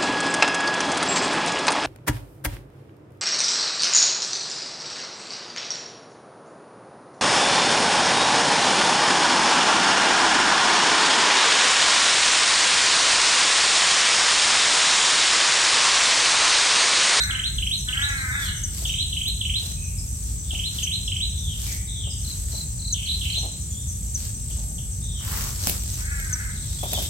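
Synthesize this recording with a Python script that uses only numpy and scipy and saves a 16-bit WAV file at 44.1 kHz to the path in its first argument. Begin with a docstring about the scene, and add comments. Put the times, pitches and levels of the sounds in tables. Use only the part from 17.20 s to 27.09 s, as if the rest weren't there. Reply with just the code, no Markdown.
"""A wren sings a rolling phrase in bunches at a forest edge; a crow caws further off.
Small birds chip, twitter and whistle; crickets and katydids drone over a low distant rumble.
Someone turns on the spot, rustles and steps on dry leaves.
Trunks and foliage scatter every call before it reaches two microphone ports a hand apart."""
import sys
import numpy as np
from scipy import signal
from scipy.fft import rfft, irfft, next_fast_len
from scipy.io import wavfile
from scipy.ndimage import uniform_filter1d

SR = 44100
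rng = np.random.default_rng(int(sys.argv[2]) if len(sys.argv) > 2 else 0)


def master_out(mix):
    """Clip the mix to full scale and print it as 16-bit PCM to the path in sys.argv[1]."""
    frames = np.transpose(np.atleast_2d(mix))
    ceiling = np.clip(frames, -1, 1)
    pcm = np.round(ceiling * 32767).astype(np.int16)
    wavfile.write(sys.argv[1], SR, pcm)


N = 436149
TIME = np.arange(N) / SR

# far chip, its sweep evened out by scatter: (time [s], pitch [ratio], level [dB])
FAR_CHIP_SWEEP = [(0, 1.09, -5), (.008, 1.02, 0), (.016, .97, 0), (.024, .92, -4)]


def undb(db):
    """Decibels to gain."""
    return 10 ** (np.asarray(db) / 20)


def unit(x):
    """Scale to rms 1."""
    return x / np.sqrt(np.mean(x ** 2))


def curve(rows, t=TIME):
    """Interpolate each further column along the first."""
    times, *columns = np.transpose(rows)
    return [np.interp(t, times, column) for column in columns]


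def shape(x, gain):
    """Filter by gain(frequency in Hz)."""
    size = next_fast_len(N + 4096)
    hz = np.arange(size // 2 + 1) * SR / size + 1e-3
    return irfft(rfft(x, size) * gain(hz), size)[..., :N]


def colour(x, points):
    """Filter by (frequency [Hz], gain [dB]) points."""
    hz, db = np.transpose(points)
    return shape(x, lambda f: undb(np.interp(np.log(f), np.log(hz), db)))


def resonance(f, hz, width_hz):
    """Gain of a resonance passed twice."""
    return 1 / (1 + ((f * f - hz * hz) / (f * width_hz * 1.55)) ** 2)


def drift(rate_hz):
    """Smooth random signal, spread near 1."""
    knots = rng.standard_normal(int(N / SR * rate_hz) + 3)
    return 1.2 * np.interp(TIME * rate_hz, np.arange(len(knots)), knots)


def add(track, start_s, sound):
    """Mix a sound into a track, cropped at both ends."""
    start = int(start_s * SR)
    part = sound[max(-start, 0):max(N - start, 0)]
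    track[max(start, 0):max(start, 0) + len(part)] += part


def swells(rows):
    """Envelope of smooth humps: (middle [s], length [s], level [dB])."""
    envelope = np.zeros(N)
    for middle_s, length_s, db in rows:
        add(envelope, middle_s - length_s / 2, undb(db) * signal.windows.hann(int(length_s * SR)))
    return envelope


def blows(rows):
    """Envelope of sudden contacts: (time [s], level [dB], decay [s])."""
    envelope, t = np.zeros(N), TIME[:SR // 2]
    for start_s, db, decay_s in rows:
        add(envelope, start_s, undb(db) * np.exp(-t / decay_s))
    return envelope


def ports(x, lag_ms, pan_db):
    """Two ports: the left is later by lag_ms and louder by pan_db."""
    late = shape(x, lambda f: np.exp(-2j * np.pi * f * lag_ms / 1000))
    return np.array([undb(pan_db / 2) * late, undb(-pan_db / 2) * x])


def forest(x, near_db, near_t60_s, far_db, far_t60_s):
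    """Scatter off nearby trunks plus a wash from the depth of the wood."""
    t = TIME[:SR]
    response = 0
    for db, t60_s in ((near_db, near_t60_s), (far_db, far_t60_s)):
        echoes = rng.standard_normal((2, SR)) * (1 + 6 * (rng.random((2, SR)) < .01))
        echoes *= undb(-60 * t / t60_s) * (1 - np.exp(-t / .0021))
        response += undb(db) * echoes / np.linalg.norm(echoes, axis=1, keepdims=True)
    return signal.fftconvolve(x[None], response, axes=1)[:, :N]


def note(rows, waver=0):
    """Pure whistle along (time [s], pitch [Hz], level [dB]) points, never twice quite alike."""
    times, hz, db = np.transpose(rows)
    times = np.sort(times)
    t = np.arange(times[0], times[-1] + .001, 1 / SR)
    chance = rng.standard_normal(64)
    tremble = 1 + waver * np.interp(t - t[0], np.arange(64) / 120, chance)
    glide_hz = uniform_filter1d(np.interp(t, times, hz), 100) * tremble * (1 + .00715 * chance[0])
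    envelope = undb(np.interp(t, times, db) + 1.2 * chance[1]) * signal.windows.tukey(len(t), .15)
    return np.sin(2 * np.pi * np.cumsum(glide_hz) / SR) * envelope


def wren():
    """A falling note, two arches and an upsweep; the direct path fades as the microphone turns away."""
    # phrases: (time [s], level [dB], direct path gain [dB])
    phrases = [(-.14, -23, 7.5), (0.1056, -24.5, 4.5), (.381, -24, 4.5), (.684, -24, 4.5),
               (1.6506, -24, 2.5), (1.925, -23.5, 2.5), (2.2088, -23.5, 3), (3.305, -25, 2.5),
               (3.5827, -24, 1.5), (3.8753, -25, 3), (5.7375, -25.5, -6), (6.009, -23, -3.5)]
    # four notes, each a list of (time in phrase [s], pitch [Hz], level [dB])
    notes = [
        [(-.002, 3650, -14.5), (.003, 3454, -1.5), (.008, 2890, -1), (.014, 2580, -25)],
        [(.04, 2183, -18.5), (.046, 2930, 0), (.052, 3185, -3), (.058, 2840, -10.5)],
        [(.083, 2067, -18), (.089, 2944, -1.5), (.095, 3274, 0), (.1, 2930, -21)],
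        [(.125, 2022, -21), (.131, 2990, -3.5), (.141, 3570, -2.5), (.151, 3925, -2), (.161, 4073, 1),
         (.17, 4155, -11)],
    ]
    # soft lone calls on the falling note: (time [s], level [dB])
    lone_calls = [(7.304, -38), (7.578, -37.5)]
    # single echoes off trunks and the tree line: (delay [s], level [dB], left port lag [ms])
    trunks = [(.021, -18, -0.35), (.036, -13, 0.32), (.092, -18, -0.039)]
    song, direct = np.zeros((2, N))
    for start_s, db, direct_db in phrases:
        for rows in notes:
            onset_s = start_s + rows[0][0]
            sung = undb(db) * note(rows, waver=.0065)
            add(song, onset_s, sung)
            add(direct, onset_s, undb(direct_db) * sung)
    for start_s, db in lone_calls:
        call = undb(db) * note(notes[0])
        add(song, start_s, call)
        add(direct, start_s, call)
    # foliage shades some pitches and scatters them instead
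    direct = colour(direct, [(2200, -1.5), (2800, -2.5), (3250, 3), (3700, -5), (4200, 1)])
    scattered = colour(song, [(2300, 2.7), (3000, -1.1), (3400, .52), (4100, .25)])
    echoes = forest(scattered, near_db=-.5, near_t60_s=.37, far_db=.5, far_t60_s=.66)
    for delay_s, db, lag_ms in trunks:
        delayed = np.pad(scattered, (int(delay_s * SR), 0))[:N]
        echoes += undb(db) * ports(delayed, lag_ms, pan_db=-15)
    return ports(direct, lag_ms=.38, pan_db=-1.5) + echoes


def crow():
    """Long harsh caws: uneven pulses of the syrinx through two throat resonances."""
    # caws: (start [s], length [s], level [dB], top pitch [Hz], added roughness [0-1])
    calls = [(-.44, .65, -28, 301.4, 0.18), (0.677, 0.67, -27.5, 289.4, 0.07),
             (8.783, .57, -37, 284.8, 0.22)]
    # double arch of a caw: (progress [0-1], pitch [ratio], level [dB], roughness [0-1])
    arches = [(0, .85, -11.5, .5), (.15, 0.94, -2.5, 0.42), (.26, 1, 2, 0.2), (.42, .93, -3, 0.27),
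              (.64, .865, -2, 0.31), (.72, 1, -4, 0.48), (.92, .84, -6.5, 0.55), (1, .8, -16, 0.62)]
    # throat resonances: (centre [Hz], width [Hz], gain [dB])
    throat = [(1665, 326, 7), (2120, 135, 15)]
    contour, effort = [], np.zeros(N)
    for start_s, length_s, db, top_hz, added_rough in calls:
        for progress, ratio, _, rough in arches:
            contour.append((start_s + progress * length_s, top_hz * ratio, rough + added_rough))
        _, arch_db, _ = curve(arches, np.linspace(0, 1, int(length_s * SR)))
        add(effort, start_s, undb(db + arch_db))
    pitch_hz, rough = curve(contour)
    phase = 2 * np.pi * np.cumsum(pitch_hz * (1 + .0275 * rough * drift(220))) / SR
    pulses = sum(np.cos(k * phase) for k in range(3, 10)) * undb(5.8 * rough * drift(180))
    rasp = 3 * rough * (1 + np.cos(phase)) * rng.standard_normal(N)
    voice = shape(pulses + rasp,
                  lambda f: sum(undb(db) * resonance(f, hz, width_hz) for hz, width_hz, db in throat))
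    timbre = [(500, -6), (850, 13.5), (1150, 8), (1450, 10.5), (2200, 0), (2600, 5), (4000, -28)]
    caws = unit(colour(voice, timbre)) * uniform_filter1d(effort, 900)
    wash = forest(caws, near_db=-2, near_t60_s=.74, far_db=-9, far_t60_s=.25)
    return ports(caws, lag_ms=.21, pan_db=0) + wash


def cricket(pitch_hz, stroke_hz, depth):
    """Wing tone pulsed by each stroke; paths through the grass shift its phase at each port."""
    strokes = 1 + depth * np.cos(2 * np.pi * np.cumsum(stroke_hz * (1 + .009 * drift(2.84))) / SR)
    phase = 2 * np.pi * np.cumsum(pitch_hz) / SR
    tone = np.array([np.sin(phase + 1.5 * drift(3) + .5 * drift(110)) for port in range(2)])
    return unit(tone * strokes) * undb([[1.4], [-1.4]])


def katydid(first_s=.17, period_s=.775, buzz_s=.76):
    """A high, narrow buzz repeated at an even pace."""
    envelope = np.zeros(N)
    for start_s in np.arange(first_s, N / SR, period_s):
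        add(envelope, start_s, np.sqrt(signal.windows.hann(int(buzz_s * SR))))
    band = shape(rng.standard_normal((2, N)), lambda f: resonance(f, hz=11380, width_hz=370))
    return unit(band) * envelope * undb(-48.5)


def insects(trill_s=6.55):
    """Near crickets and a katydid; countless far insects merge into a hiss."""
    # near crickets: (pitch [Hz], wander [Hz], stroke rate [Hz], stroke depth [0-1], level [dB])
    crickets = [(8140, 12, 53, 1, -45), (8157, 25, 36, 0.4, -47), (7600, 17, 36, 0.58, -48),
                (8020, 16, 46, 1, -43), (8040, 94, 23, 0.3, -72), (7000, 100, 37, 0.8, -51),
                (8610, 7.3, 36, 1, -58.5)]
    # far chorus: (frequency [Hz], level [dB])
    chorus_spectrum = [(1000, -22), (2500, -7.5), (3500, -16.5), (4800, -2.5), (5400, -1.5), (6100, 3.5),
                       (6800, 8.5), (7700, 22.5), (8300, -12.5), (8850, -70), (9700, -13), (10600, 8.5),
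                       (12000, -22), (16000, 0)]
    near = sum(cricket(hz + wander_hz * drift(1.5), stroke_hz, depth) * undb(db + 1.06 * drift(1.23))
               for hz, wander_hz, stroke_hz, depth, db in crickets)
    # one cricket trills once, its pitch rising as it warms up
    trill = cricket(7150 + 200 * (TIME - trill_s), stroke_hz=44, depth=.97)
    trill *= swells([(trill_s, .55, -41.5)])
    far_crickets = shape(rng.standard_normal((2, N)), lambda f: resonance(f, hz=8265, width_hz=147))
    buzz = katydid()
    chorus = unit(colour(rng.standard_normal((2, N)), chorus_spectrum)) * undb(-42 + .82 * drift(3.3))
    return near + trill + unit(far_crickets) * undb(-42) + buzz + chorus


def rumble():
    """Far traffic: long waves reach both ports alike, shorter ones apart."""
    # rumble and the hush of the wood: (frequency [Hz], level [dB])
    spectrum = [(20, -30), (32, -32), (43, -2), (55, 3.5), (68, -1.5), (90, -1), (130, -8.5), (185, -15),
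                (250, -25.5), (400, -35.5), (700, -43.5), (1500, -51), (3000, -50.5)]
    # stereo width: (frequency [Hz], side to mid [dB])
    width = [(30, -34), (70, -15.5), (130, -15.5), (260, -7.5), (500, -5.5), (1000, 5), (2000, -2)]
    mid, side = colour(rng.standard_normal((2, N)), spectrum)
    side = colour(side, width)
    return unit(np.array([mid + side, mid - side])) * undb(-29.5)


def crackle(spread_db):
    """Dense tiny fractures of uneven size, different at each port."""
    sizes = undb(spread_db * rng.exponential(size=N // 48 + 1).clip(0, 4.5))
    return rng.standard_normal((2, N)) * np.repeat(sizes, 48)[:N]


def walker():
    """Clothes rustle, leaves crush and snap underfoot, dull scuffs arrive from the left."""
    # brushes of clothes and leaves; leaves under a shoe: (middle [s], length [s], level [dB])
    brushes = [(.02, 0.29, -39.5), (.95, 1, -44.5), (1.24, 0.14, -38), (1.63, 0.34, -36), (2.46, 0.27, -40),
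               (3.12, 0.24, -50), (3.38, 0.37, -46), (3.59, 0.21, -36.5), (4.49, 0.33, -35),
               (5.11, 0.38, -43), (5.35, 0.24, -40), (6.08, 0.46, -45), (7.04, 0.23, -39.5),
               (7.38, 0.35, -49), (8.2, 0.5, -33.5), (8.48, 0.32, -31.5), (8.74, 0.38, -38),
               (9.05, 0.71, -45), (9.6, 0.73, -43), (9.8, 0.36, -33.5)]
    treads = [(8.18, 0.47, -31.5), (8.49, 0.44, -40.5), (8.8, 0.11, -44)]
    # twig and leaf snaps; close scuffs and knocks: (time [s], level [dB], decay [s])
    breaks = [(1.235, -46, .015), (2.079, -30, 0.011), (6.252, -36, 0.0074), (7.299, -37.5, 0.013),
              (8.049, -27, 0.0025), (8.119, -26, 0.0033), (8.478, -23.5, 0.053), (8.496, -14.5, 0.0022),
              (8.636, -25, 0.0022), (8.7395, -24.5, 0.0021), (8.999, -27, 0.0029), (9.632, -32, 0.026),
              (9.733, -17.5, 0.0046), (9.823, -27, 0.017)]
    knocks = [(1.62, -48, 0.071), (2.42, -50, .045), (3.33, -44.5, 0.034), (4.87, -40.5, 0.017),
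              (5.33, -46, .064), (6.17, -46.5, 0.07), (6.23, -39, 0.04), (7.37, -50, 0.19),
              (8.472, -26, 0.0045), (9.632, -32, 0.036), (9.725, -34, 0.046), (9.775, -35, 0.036)]
    # spectra: (frequency [Hz], level [dB])
    rustle_spectrum = [(300, 6), (1000, -2.5), (2200, 0.5), (4000, 8), (6500, 11.5), (9500, 3.5),
                       (12500, 8), (16000, -2.5)]
    crush_spectrum = [(200, -1), (500, -1.5), (1100, 8.5), (2200, 2.5), (5500, -11), (9000, -4), (16000, 3)]
    snap_spectrum = [(200, 11), (700, 6), (1200, -12.5), (2500, 6), (5500, 0.5), (9000, 4), (12000, 11.5),
                     (16000, 3)]
    scuff_spectrum = [(120, -15), (250, 1), (480, 3), (720, 7.5), (1100, -5), (2000, -21), (5000, -47)]
    rustle = unit(colour(crackle(spread_db=2.5), rustle_spectrum)) * undb([[.8], [-.8]])
    faint_stir = undb(-49 + 2 * drift(6))
    rustle *= swells(brushes) + faint_stir
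    crush = unit(colour(crackle(spread_db=2.5), crush_spectrum)) * swells(treads)
    snaps = unit(colour(crackle(spread_db=-2.5), snap_spectrum)) * blows(breaks)
    scuffs = unit(colour(crackle(spread_db=3)[0], scuff_spectrum)) * blows(knocks)
    return rustle + crush + snaps + ports(scuffs, lag_ms=-.31, pan_db=3)


def flock(count=190, centre_hz=6140, spread_hz=350):
    """Far birds chip at random, most of them faintly."""
    calls = np.zeros(N)
    for k, (when, size, pitch) in enumerate(rng.random((count, 3))):
        hz = centre_hz + spread_hz * (pitch - .5)
        chip = note(np.array(FAR_CHIP_SWEEP) * [1, hz, 1], waver=.0134)
        add(calls, (k + when) / count * N / SR, undb(-41.5 + 4.5 * size ** 2) * chip)
    return calls


def chips():
    """Thin falling chips: near ones arrive dry, far ones smeared, the flock as a shimmer."""
    # clearest chips: (time [s], level [dB], pitch [Hz], directness [0-1])
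    calls = [(.03, -25.5, 6100, 0.86), (.575, -28, 6270, 0.7), (.815, -34, 6200, 0.66),
             (1.35, -28.5, 6170, .3), (1.433, -21.5, 6160, 0.86), (1.666, -27, 6100, .65),
             (2.64, -33, 6130, 0.5), (2.775, -30.5, 5270, 0.6), (3.629, -20, 6320, 0.8),
             (3.851, -32.5, 5520, 0.45), (4.18, -30, 5970, 0.6), (4.516, -31, 6650, .95),
             (4.891, -30.5, 5240, 0.1), (5.723, -19.5, 6260, .98), (6.18, -26, 6160, 0.6),
             (6.679, -29, 6300, 0.56), (6.943, -21, 6100, 0.9), (8.73, -30.5, 6270, 0.8),
             (9.125, -20.5, 6180, 0.95)]
    # near chip: (time [s], pitch [ratio], level [dB])
    near_sweep = [(0, 1.13, -10), (.005, 1.05, 1), (.012, .98, 3), (.022, .92, -4)]
    direct, scattered = np.zeros((2, N))
    for start_s, db, hz, directness in calls:
        near = note(np.array(near_sweep) * [1, hz, 1])
        far = note(np.array(FAR_CHIP_SWEEP) * [1, hz, 1], waver=.015)
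        add(direct, start_s, directness * undb(db) * near)
        add(scattered, start_s, (1 - .85 * directness) * undb(db) * far)
    wash = forest(scattered + flock(), near_db=0, near_t60_s=.25, far_db=-2, far_t60_s=.6)
    return undb(-3.5) * ports(direct, lag_ms=-.13, pan_db=3) + wash


def twitters(period_s=.028, rise_db_per_s=69):
    """Runs of quick falling notes that grow louder through each run."""
    # runs: (start [s], length [s], last note's gain [dB])
    runs = [(0.978, .04, -42.5), (1.257, .04, -40), (5.046, .07, -41.5), (5.319, .1, -40.5),
            (5.591, .125, -38.5), (5.858, .1, -35.5), (6.1, .04, -37.5)]
    # one note: (time [s], pitch [Hz], level [dB])
    twit = [(0, 4485, 7), (.006, 4113, 10), (.012, 3970, 9), (.019, 3650, -14)]
    song = np.zeros(N)
    for start_s, length_s, last_db in runs:
        offsets_s = np.arange(0, length_s, period_s)
        for offset_s in offsets_s:
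            db = last_db - rise_db_per_s * (offsets_s[-1] - offset_s)
            add(song, start_s + offset_s, undb(db) * note(twit))
    wash = forest(song, near_db=-1, near_t60_s=.35, far_db=-16.5, far_t60_s=.99)
    return ports(song, lag_ms=-.754, pan_db=2) + wash


def whistles(slur_from_hz=3720, slur_to_hz=2920, run_s=9.287, run_period_s=.061):
    """Far slurs and a run of falling notes: a thin clean path and a hoarse scatter off the leaves."""
    # one bird's repeated downward slur: (time [s], level [dB], length [s])
    slurs = [(1.109, -37.5, 0.19), (1.674, -35.5, 0.17), (4.126, -37, 0.23), (4.665, -37.5, .21),
             (7.815, -40, 0.2), (9.699, -32.5, 0.08)]
    # other whistles: (time [s], level [dB], length [s], first pitch [Hz], last pitch [Hz])
    others = [(2.546, -52, 0.16, 2550, 2510), (3.233, -46, 0.11, 3440, 4050),
              (4.456, -44.5, 0.067, 2330, 1910), (6.504, -50.5, 0.11, 3360, 3740),
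              (9.579, -40, 0.12, 3400, 3770)]
    # course of a whistle: (progress [0-1], glide [0-1], level [dB])
    course = [(0, 0, 3), (.3, .1, -1.5), (0.549, 0.17, 3.5), (0.802, .62, 1.5), (1, 1, 4.5)]
    progress, glide, swell_db = np.transpose(course)
    repeated = [(*slur, slur_from_hz, slur_to_hz) for slur in slurs]
    song = np.zeros(N)
    for start_s, db, length_s, first_hz, last_hz in repeated + others:
        hz = first_hz + glide * (last_hz - first_hz)
        rows = np.transpose([progress * length_s, hz, db + swell_db])
        add(song, start_s, note(rows, waver=.012))
    for k in range(5):
        add(song, run_s + k * run_period_s, note([(0, 4450, -44), (.033, 3350, -44)]))
    hoarse = song * (.5 + .7 * drift(650))
    wash = forest(hoarse, near_db=-1.5, near_t60_s=.32, far_db=2.5, far_t60_s=1)
    return undb(-7.5) * ports(song, lag_ms=-.3, pan_db=2) + wash


def twig(start_s=8.4718, knock_hz=250):
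    """A dry twig breaks: a sharp crack and a short knock of the wood."""
    t, snap = TIME[:SR // 20], np.zeros(N)
    crack = undb(-8.5) * rng.standard_normal(len(t)) * np.exp(-t / .0013)
    knock = undb(-25) * np.sin(2 * np.pi * knock_hz * t) * np.exp(-t / .01)
    add(snap, start_s, crack + knock)
    return ports(snap, lag_ms=-.4, pan_db=2)


def scene():
    """Everything at the forest edge."""
    birds = wren() + twitters() + chips() + whistles() + crow()
    return birds + insects() + walker() + twig() + rumble()


def record(dry):
    """Steep low-pass at 16 kHz."""
    return signal.sosfilt(signal.ellip(10, .2, 80, 16000, fs=SR, output="sos"), dry)


dry = scene()
out = record(dry)
master_out(out)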